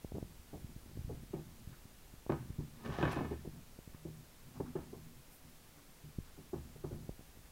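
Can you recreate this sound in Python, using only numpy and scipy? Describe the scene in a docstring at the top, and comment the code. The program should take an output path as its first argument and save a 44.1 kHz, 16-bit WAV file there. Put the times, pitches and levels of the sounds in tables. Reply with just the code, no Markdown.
"""In a quiet workshop, over the hiss, deep rumble and soft, dry bumps of a hand-held microphone,
a netted steel creel is shifted on a bench: its frame knocks, and hums as gloved hands pull the
rustling netting. Around three seconds in it tips over, scraping along the bench top in jerks while
its loose bars clack and rattle. It is set down with two more groups of knocks; the microphone's
rumble sinks away as the hand rests and comes back with the last group."""
import sys
import numpy as np
from scipy import signal
from scipy.fft import rfft, irfft, next_fast_len
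from scipy.io import wavfile

SR = 44100
rng = np.random.default_rng(int(sys.argv[2]) if len(sys.argv) > 2 else 0)


def transcribe(u):
    """Save the signal u as a 16-bit wav file named by the first command-line argument.

    u: samples, shape (n,) or (channels, n), limited to [-1, 1]; the rate is SR.
    q: integer samples, one column per channel.
    """
    v = np.clip(np.atleast_2d(u).T, -1, 1)
    q = np.round(v * 32767).astype(np.int16)
    wavfile.write(sys.argv[1], SR, q)


N = 331191
T = np.arange(N) / SR


def undb(db):
    """Decibels to gain."""
    return 10 ** (np.asarray(db) / 20)


def unit(x):
    """Scale to rms 1."""
    return x / np.sqrt(np.mean(x ** 2))


def at(points, hz):
    """Read a table of (Hz, value) on a log-frequency axis."""
    f, value = np.transpose(points)
    return np.interp(np.log(np.maximum(hz, 1)), np.log(f), value)


def colour(x, points):
    """Equalise a sound with a curve of (Hz, dB) points."""
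    size = next_fast_len(len(x))
    gain = undb(at(points, np.fft.rfftfreq(size, 1 / SR)))
    return irfft(rfft(x, size) * gain, size)[:len(x)]


def cut(x, hz, kind, order=2):
    """Butterworth filter."""
    sos = signal.butter(order, np.minimum(hz, SR / 2 - 1), kind, fs=SR, output="sos")
    return signal.sosfilt(sos, x)


def fade(t, t60):
    """Exponential decay, 60 dB in t60."""
    return np.exp(-np.log(1000) * t / t60)


def add(track, s, x):
    """Mix a sound in at time s."""
    i = max(int(s * SR), 0)
    track[i:i + len(x)] += x[:N - i]


def swell(s, rise_s, fall_s):
    """A bell-shaped envelope that peaks at time s."""
    return np.exp(-.5 * ((T - s) / np.where(T < s, rise_s, fall_s)) ** 2)


def settling(events, t60, rise_s=0.0055):
    """Envelope of something that each event (s, dB, ..) stirs up and that then comes to rest."""
    power, t = np.zeros(N), T[:SR]
    for s, db, *_ in events:
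        add(power, s, (undb(db) * (1 - np.exp(-(t / rise_s) ** 2)) * fade(t, t60)) ** 2)
    return np.sqrt(power)


# The noise floor's tone. Each row: frequency in Hz, gain in dB.
HISS_EQ = [(20, 7.5), (50, -4), (120, -6.5), (300, -10), (600, -14), (1200, -17.5), (2700, -20),
           (6000, -22), (15500, -23.5)]
# Electronic whine. Each row: pitch in Hz, level in dB.
WHINE_TONES = [(11541, -86.5), (15138, -89)]

def hiss(level_db=-59):
    """A steady bed of microphone hiss and room rumble with two thin electronic tones."""
    tones = sum(np.sqrt(2) * undb(db) * np.sin(2 * np.pi * hz * T) for hz, db in WHINE_TONES)
    return undb(level_db) * unit(colour(rng.standard_normal(N), HISS_EQ)) + tones


# The microphone hand follows the creel, rests, moves again. Each row: time in seconds, rumble in dB.
GRIP_LEVELS = [(0, -62), (1, -59), (3.5, -69), (4.4, -75), (5.8, -82), (6.3, -64), (7.5, -61)]

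def grip(band_hz=(22, 70), flare_db=-14):
    """Deep rumble carried through the microphone's case follows the hand and flares at each bump."""
    moving = undb(np.interp(T, *np.transpose(GRIP_LEVELS)))
    flares = undb(flare_db) * settling(CASE_BUMPS, t60=0.2)
    return np.hypot(moving, flares) * unit(cut(rng.standard_normal(N), band_hz, "band"))


# Bumps on the microphone. Each row: centre in seconds, peak in dB, pitch in Hz.
CASE_BUMPS = [(0.0474, -33, 172), (0.121, -36.5, 214), (0.145, -35, 92), (0.184, -32, 195),
              (0.228, -32.5, 157), (0.6461, -36.5, 69.4), (0.764, -38, 80), (.862, -44.5, 110),
              (.915, -48, 170), (.974, -36, 128), (0.993, -35, 62), (1.008, -45, 75), (1.048, -33, 48),
              (1.082, -36, 68.5), (1.235, -46, 140), (1.309, -43, 65), (1.675, -37.5, 65.5),
              (1.856, -45.5, 94), (2.140, -43, 100), (2.265, -38.5, 272), (2.5046, -32.5, 79),
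              (2.5904, -30.5, 83), (2.893, -32.5, 75), (2.907, -31.5, 70), (3.107, -41, 90),
              (3.4765, -33.5, 146), (3.79, -40, 171), (3.877, -40, 107), (3.948, -41.5, 91.5),
              (6.187, -28.5, 97), (6.207, -48, 45), (6.928, -33, 83.5), (7.0935, -31.5, 173),
              (7.194, -43.5, 116), (7.21, -49, 231)]

def bumps(low_cut_hz=55, case_hz=135, case_t60=0.0079, case_db=-9, soft_hz=1050):
    """Each bump is one soft push and pull on the microphone's case, with a brief low ring."""
    out, t = np.zeros(N), T[:SR // 12]
    case = np.sin(2 * np.pi * case_hz * t) * fade(t, case_t60)
    for s, db, hz in CASE_BUMPS:
        phase = 2 * np.pi * hz * (t - t.mean())
        push = cut(phase / (1 + phase ** 2) ** 2 * np.hanning(len(t)), low_cut_hz, "high", order=1)
        ringing = unit(signal.fftconvolve(push, case)[:len(t)])
        bump = cut(unit(push) + undb(case_db) * ringing, soft_hz, "low")
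        add(out, s - t.mean(), undb(db) * bump / np.abs(bump).max())
    return out


# Frame and bench ringing together. Each row: pitch in Hz, level in dB, t60 in seconds.
FRAME_MODES = [(73, -35, 0.56), (77, -19, 0.7), (122.7, -21, 0.47), (151.2, -11, 0.18), (228, -26, 0.77),
               (253, -8, 0.03), (298.5, -13, 0.29), (349.4, -11.5, 0.24), (378, 1, 0.033),
               (490, -11.5, 0.027), (566, -13.5, 0.18), (645, -11.5, 0.046), (708, -18, 0.21),
               (770, -25, 0.19), (814, -10, 0.11), (873, -15.5, 0.11), (948, -20, 0.13), (1035, -35, 0.086),
               (1076, -24.5, 0.15), (1134, -19, 0.21), (1250, -19, 0.21), (1390, -31, 0.12),
               (1466, -36, 0.18), (1430, -18, 0.018), (1566, -36, 0.17), (1665, -18.5, 0.1),
               (1765, -21, 0.19), (1746, -24, 0.12)]
# The crowd of short vibrations in bars and netting. Each row: frequency in Hz, gain in dB.
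CLATTER_EQ = [(40, -7), (150, 11), (370, 4.5), (600, -2), (1100, -7.5), (1700, -16.5), (2200, -22),
              (3500, -14.5), (7000, -45), (16000, -56)]

def frame_ring(boom_db, clatter_db, length=1, boom_below_hz=270, clatter_t60=0.23):
    """One blow's ring: each contact point weights the modes anew; bars and netting clatter along."""
    t = T[:int(SR * .6)]
    hz, db, t60 = np.transpose(FRAME_MODES)[:, :, None]
    weight, stretch = rng.standard_normal((2, len(FRAME_MODES), 1))
    polarity = np.where(hz < 2 * boom_below_hz, 1, rng.choice([-1, 1], hz.shape))
    gain = polarity * undb(db + 1.5 * weight + boom_db * (hz < boom_below_hz))
    hz = hz + 2 * stretch  # the load on the frame shifts each mode a little
    t60 = np.where(hz < boom_below_hz, t60, t60 * length)  # a tight grip damps all but the boom
    modes = np.sum(gain * fade(t, t60) * np.sin(2 * np.pi * hz * t), axis=0)
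    clatter = unit(colour(rng.standard_normal(len(t)), CLATTER_EQ)) * fade(t, clatter_t60 * length)
    return modes + undb(clatter_db) * clatter


# The frame meets the bench. Each row: start in seconds, level in dB, contact cut-off in Hz, clunk in
# relative dB, clunk pitch in Hz, ring length as a factor (under 1 is held tight), rebound in relative dB.
BENCH_KNOCKS = [(0.147, -44, 760, -11, 370, 0.93, -27), (0.531, -44.5, 715, -4.5, 377, .75, -11.5),
                (1.093, -44.5, 620, -12, 473, 0.82, -24), (1.333, -43, 920, 2.5, 367.5, 0.9, -11),
                (1.386, -51.5, 650, 2.5, 344, 0.46, -24), (2.294, -32.5, 1380, -4, 367, 0.76, -12),
                (2.324, -41, 1600, 2.5, 331, 0.71, -10), (2.584, -43.5, 375, -11, 387, 0.7, -7),
                (2.860, -45, 603, -2, 310, 1.1, -18), (2.886, -48, 517, 0, 390, 0.65, -9),
                (2.986, -40, 1500, -14, 404, 0.42, -19), (3.0287, -32, 2000, -5, 323, 0.62, -8.5),
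                (3.164, -40, 1120, -2, 295, 1.5, -18), (3.207, -40, 1250, -3, 304, 0.91, -13),
                (3.244, -43.5, 1000, -5, 290, 1, -12), (3.309, -43, 910, 2, 394, 0.43, -28),
                (3.325, -43, 700, -6.5, 328, 0.48, -33), (3.448, -51, 695, 2, 361, 0.75, -21),
                (4.05, -46, 700, -1.5, 344, 0.72, -9), (4.5995, -39, 840, 1.5, 382, 0.56, -20),
                (4.7528, -42, 1650, 3, 370, 0.94, -8), (4.788, -55, 1500, -6, 384, 0.84, -14),
                (4.928, -49.5, 520, -1, 376, .86, -14), (6.038, -52, 243, -18, 366, .64, -17),
                (6.377, -54.5, 605, -5, 294, 0.82, -10), (6.531, -43, 1110, 2, 360, 0.61, -7.5),
                (6.755, -56.5, 694, -1, 424, 0.44, -18), (6.839, -44.5, 1280, 2, 360, 0.68, -11),
                (6.909, -49, 600, 0, 363, 1.4, -8)]

def knocks(seat_s=0.0023, clunk_s=0.016, rebound_s=0.0262, rebound_boom_db=15):
    """The twine-wrapped frame seats, rings with the bench and rocks back; soft contacts are duller."""
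    out, t = np.zeros(N), T[:int(clunk_s * SR)]
    for s, db, contact_hz, clunk_db, clunk_hz, length, rebound_db in BENCH_KNOCKS:
        first_boom_db = 2.5 + 0.49 * (-40.5 - db)  # softer knocks carry a larger share of boom
        contacts = (0, 0, first_boom_db), (rebound_s, rebound_db, rebound_boom_db)
        for late_s, weaker_db, boom_db in contacts:
            blow = frame_ring(boom_db, clatter_db=-1, length=length)
            attack = 1 - np.exp(-T[:len(blow)] / seat_s)
            blow = cut(blow * attack, contact_hz, "low", order=3)
            blow /= blow[:SR // 50].std()  # the first 20 ms set the level
            add(out, s + late_s, undb(db + weaker_db) * blow)
        # hollow clunk: the bench top swings for a few cycles until the frame's weight stops it
        clunk = unit(np.sin(2 * np.pi * clunk_hz * t) * np.sin(np.pi * t / clunk_s))
        add(out, s, undb(db + clunk_db) * clunk)
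    return out


# The workshop's reverb. Each row: frequency in Hz, t60 in seconds.
ROOM_DECAY = [(60, 0.65), (160, 0.7), (280, 0.27), (500, 0.026), (1500, 0.51), (4000, 0.78), (12000, 0.14)]

def workshop(x, wet_db=-11, build_s=0.0035):
    """Diffuse echoes build up and die away octave by octave; lows and treble outlast the mids."""
    t, tail = T[:SR], 0
    for hz in 45 * 2. ** np.arange(8):
        band = cut(rng.standard_normal(SR), [hz, 2 * hz], "band", order=3)
        tail = tail + band * fade(t, at(ROOM_DECAY, hz * np.sqrt(2)))
    tail = tail * (1 - np.exp(-(t / build_s) ** 2))
    return undb(wet_db) * signal.fftconvolve(x, tail / np.sqrt(np.sum(tail ** 2)))[:N]


# The netting's dull rustle. Each row: frequency in Hz, gain in dB.
NET_EQ = [(20, -48), (50, -1), (100, 5), (160, 3.5), (260, -4), (400, -11), (700, -20), (1500, -31),
          (4000, -100)]
# Hands pull the netting. 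Each row: peak time in seconds, strength in dB, half-length in seconds,
# hum pitch in Hz, hum in relative dB.
NET_PULLS = [(.27, -59, 0.073, 241, -10), (0.708, -55.5, 0.018, 236, -12), (0.955, -58.5, 0.08, 120, -18),
             (1.16, -54.5, 0.083, 155, -6), (1.46, -63, 0.056, 151.7, 1), (1.528, -71.5, 0.053, 237.6, 4.5),
             (1.614, -56, 0.019, 124, -9), (1.715, -58.5, 0.03, 124, 0), (2.419, -53.5, 0.055, 124, 4.5),
             (2.53, -70, 0.13, 229.4, 5), (2.864, -49, 0.052, 229.6, -6), (3.568, -52.5, 0.03, 178, -4),
             (4.11, -71, 0.092, 156, 13.5), (4.189, -60.5, 0.043, 125, 0.5), (4.48, -57.5, 0.042, 128, -2),
             (4.572, -51.5, 0.019, 245, -3.5), (4.69, -51, 0.018, 246, 2), (4.866, -65, 0.073, 234, 0),
             (5, -61.5, 0.084, 156, 4), (5.098, -70, 0.048, 239, 5), (5.188, -71.5, 0.029, 128, 10.5),
             (5.476, -63, 0.037, 249, -8.5), (5.802, -67.5, 0.049, 282.5, -0.5),
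             (6.662, -58.5, 0.048, 247, -6), (6.995, -53, 0.06, 156, -18), (7.385, -58.5, 0.022, 153, -19)]

def netting(drag, tugs_per_s=200, body_db=-5, rub_db=-4, held_db=-72.5, shake_db=-11.5, drag_db=-4.5):
    """Small tugs on the mesh rustle and stir the frame; pulls, knocks and slides all strain it."""
    pulled = sum(undb(db) * swell(s, half_s, half_s) for s, db, half_s, *_ in NET_PULLS)
    shaken = undb(shake_db) * settling(BENCH_KNOCKS, t60=0.54)
    strain = np.sqrt(undb(held_db) ** 2 + pulled ** 2 + shaken ** 2 + (undb(drag_db) * drag) ** 2)
    tugs = (rng.random(N) < tugs_per_s / SR) * rng.uniform(-0.86, 1, N)
    rub = unit(colour(tugs, NET_EQ))
    body = unit(signal.fftconvolve(rub, frame_ring(boom_db=-6.5, clatter_db=-6))[:N])
    return strain * (undb(rub_db) * rub + undb(body_db) * body)


def hums(waver_hz=6):
    """Under each pull the hollow frame hums on one low note, wavering as the strain changes."""
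    out, t = np.zeros(N), T[:SR]
    for s, db, half_s, hz, hum_db in NET_PULLS:
        waver = np.interp(t, np.linspace(0, 1, 20), rng.uniform(-1.007, 1, 20))
        note = np.sqrt(2) * np.sin(2 * np.pi * np.cumsum(hz + waver_hz * waver) / SR)
        add(out, s - .5, undb(db + hum_db) * note * np.exp(-.5 * ((t - .5) / half_s) ** 2))
    return out


# Twine slides through the mesh. Each row: peak time in seconds, level in dB, band centre in Hz,
# half-length in seconds.
TWINE_SWISHES = [(0.572, -72, 12000, .04), (1.349, -71, 1920, .014), (1.739, -66, 1510, 0.012),
                 (2.614, -66, 860, 0.014), (3.126, -57.5, 9200, 0.0073), (3.947, -63, 1130, 0.0072),
                 (4.567, -62, 880, 0.014), (4.671, -62, 1110, 0.016), (4.945, -66, 950, .012),
                 (5.347, -65, 11600, .03), (5.789, -67, 1000, 0.011), (6.278, -70, 1090, 0.028),
                 (6.93, -71, 1200, 0.014), (7.466, -71, 1500, 0.011)]

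def swishes(band_ratio=1.33):
    """Short swells of friction as twine and gloves slide."""
    out, t = np.zeros(N), T[:SR // 2]
    for s, db, hz, half_s in TWINE_SWISHES:
        friction = unit(cut(rng.standard_normal(len(t)), [hz / band_ratio, hz * band_ratio], "band"))
        add(out, s - t.mean(), undb(db) * friction * np.exp(-.5 * ((t - t.mean()) / half_s) ** 2))
    return out


# The ring of one steel bar. Each row: pitch in Hz, level in dB, t60 in seconds.
BAR_MODES = [(705, 10.5, 0.14), (1030, 17.5, 0.046), (1339, -1.5, 0.22), (1498, 9, 0.1), (1759, 12, 0.037),
             (2140, -8, 0.3), (2234, -1, 0.24), (2506, -1.5, 0.19), (2890, -5.5, 0.17), (3104, -3, 0.094),
             (3330, -22, 0.16), (3750, -14, 0.096), (5360, -29, 0.11)]

def bar(detune=0.0238, spread_db=4):
    """One bar struck somewhere along its length: each has its own tuning and mix of modes."""
    t = T[:SR // 3]
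    hz, db, t60 = np.transpose(BAR_MODES)[:, :, None]
    weight, stretch = rng.standard_normal((2, len(BAR_MODES), 1))
    gain = rng.choice([-1, 1], hz.shape) * undb(db + spread_db * weight)
    hz = hz * (1 + detune * stretch)
    return unit(np.sum(gain * fade(t, t60) * np.sin(2 * np.pi * hz * t), axis=0))


# The crack of bar on bar. Each row: frequency in Hz, gain in dB.
CRACK_EQ = [(200, -24), (600, 30), (1200, -1.5), (1900, -7), (3500, 1), (6000, -30), (12000, -50)]
# Loose bars clack as the frame is jolted, drops and tips. Each row: start in seconds, peak in dB,
# twine cut-off in Hz, tick in relative dB, t60 of the crack in seconds.
BAR_CLACKS = [(1.343, -49.5, 2400, -32, 0.021), (2.2945, -39, 1900, -37, .014),
              (2.3, -32.5, 3400, -35, 0.01), (2.309, -43, 3400, -31, .016),
              (2.3212, -32, 3180, -32, 0.0057), (2.329, -42, 3400, -31, .016),
              (2.341, -43, 2600, -34, 0.018), (2.851, -46, 4000, -9, 0.017),
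              (2.861, -37.5, 4000, -24, 0.0059), (2.901, -38, 3400, -24, 0.018),
              (2.924, -40, 4000, -21, .014), (2.951, -44, 3000, -27, .012), (2.9866, -35, 2220, -26, .018),
              (3.0275, -23.5, 4000, -24, 0.0098), (3.054, -30, 3000, -34, 0.019),
              (3.0604, -27.5, 3400, -36, 0.017), (3.077, -29, 2600, -28, 0.018),
              (3.094, -43, 2600, -28, 0.014), (3.130, -32.5, 4000, -18, .014),
              (3.1717, -37, 2600, -29, 0.019), (3.209, -43, 2200, -30, .018),
              (3.246, -46, 2400, -30, 0.014), (4.6035, -36, 840, -40, .035), (4.7635, -45, 2300, -32, .014),
              (4.789, -50, 2800, -26, .016), (6.538, -43, 1100, -40, 0.023)]

def clacks(ring_db=-2, damp_t60=0.13, tick_t60=0.013, tick_hz=4200, bar_count=3):
    """Bars meet with a crack and a metallic ring, both softened by twine; bare steel adds a tick."""
    out, t = np.zeros(N), T[:SR // 3]
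    tick_band = [tick_hz / np.sqrt(2), tick_hz * np.sqrt(2)]
    for s, db, twine_hz, tick_db, crack_t60 in BAR_CLACKS:
        crack = colour(rng.standard_normal(len(t)), CRACK_EQ) * fade(t, crack_t60)
        bars = sum(bar() for _ in range(bar_count)) * fade(t, damp_t60)
        clack = cut(unit(crack) + undb(ring_db) * unit(bars), twine_hz, "low")
        tick = cut(rng.standard_normal(len(t)) * fade(t, tick_t60), tick_band, "band")
        add(out, s, undb(db) * (clack / np.abs(clack).max() + undb(tick_db) * tick / np.abs(tick).max()))
    return out


# The tipping frame slides over the bench in jerks. Each row: peak time in seconds, level in dB,
# rise in seconds, fall in seconds, grit in relative dB.
BENCH_SLIDES = [(2.83, -65.5, 0.052, 0.015, -10), (2.856, -53.5, 0.011, 0.13, -8.5),
                (2.93, -53, 0.0076, 0.074, -10), (2.991, -54, 0.0069, 0.026, -10),
                (3.066, -44, 0.035, 0.049, -22), (3.129, -54, 0.022, 0.021, 0.5),
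                (3.17, -47.5, 0.017, 0.027, -33), (3.252, -47.5, 0.004, 0.0057, -27),
                (3.33, -57.5, 0.035, 0.013, -12)]

def sliding():
    """Envelopes of the scrape and of its grit: each slide gathers speed and slows again."""
    drag, grit = 0, 0
    for s, db, rise_s, fall_s, grit_db in BENCH_SLIDES:
        push = undb(db) * swell(s, rise_s, fall_s)
        drag += push
        grit += push * undb(grit_db)
    return drag, grit


# The tone of the scrape and of its grit. Each row: frequency in Hz, gain in dB.
SCRAPE_EQ = [(100, -23), (200, -29), (290, -4), (400, 5), (600, -0.5), (1100, 10.5), (1700, 5), (2100, 21),
             (2700, 8), (4000, 11), (8000, -10)]
GRIT_EQ = [(800, -23), (1800, 1.5), (2600, 2.5), (4200, -4.5), (6000, -6.5), (10000, -31), (16000, -23)]

def scrape(drag, grit, slips_per_s=1000, spread_db=3, contacts=3):
    """Dense, uneven slips ring the frame differently at each contact point and throw off fine grit."""
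    ringing, dust = 0, 0
    for _ in range(contacts):
        size = undb(spread_db * np.clip(rng.standard_normal(N), -2, 2))
        slips = (rng.random(N) < slips_per_s / contacts / SR) * rng.choice([-1, 1], N) * size
        ringing += signal.oaconvolve(slips, frame_ring(boom_db=0, clatter_db=-14))[:N]
        dust += slips
    return drag * unit(colour(ringing, SCRAPE_EQ)) + grit * unit(colour(dust, GRIT_EQ))


def rattle(drag, relative_db=-4.5, taps_per_s=22, spread_db=6, bar_count=8):
    """While the frame drags, its bars chatter one by one and ring on."""
    out = 0
    for _ in range(bar_count):
        taps = (rng.random(N) < taps_per_s / SR) * undb(spread_db * rng.uniform(-0.9, 1, N))
        out += signal.oaconvolve(taps * drag, bar())[:N]
    return undb(relative_db) * drag.std() * unit(out)


def scene():
    """The creel's contacts echo in the room; netting, hums and the microphone's noises stay dry."""
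    drag, grit = sliding()
    creel = knocks() + clacks() + scrape(drag, grit) + rattle(drag) + swishes()
    return (creel + workshop(creel) + netting(drag) + hums() + bumps() + grip() + hiss())[None]


def record(dry, top_hz=15800):
    """A steep low-pass takes off the very top."""
    return signal.sosfilt(signal.ellip(12, .1, 70, top_hz, fs=SR, output="sos"), dry)


dry = scene()
out = record(dry)
transcribe(out)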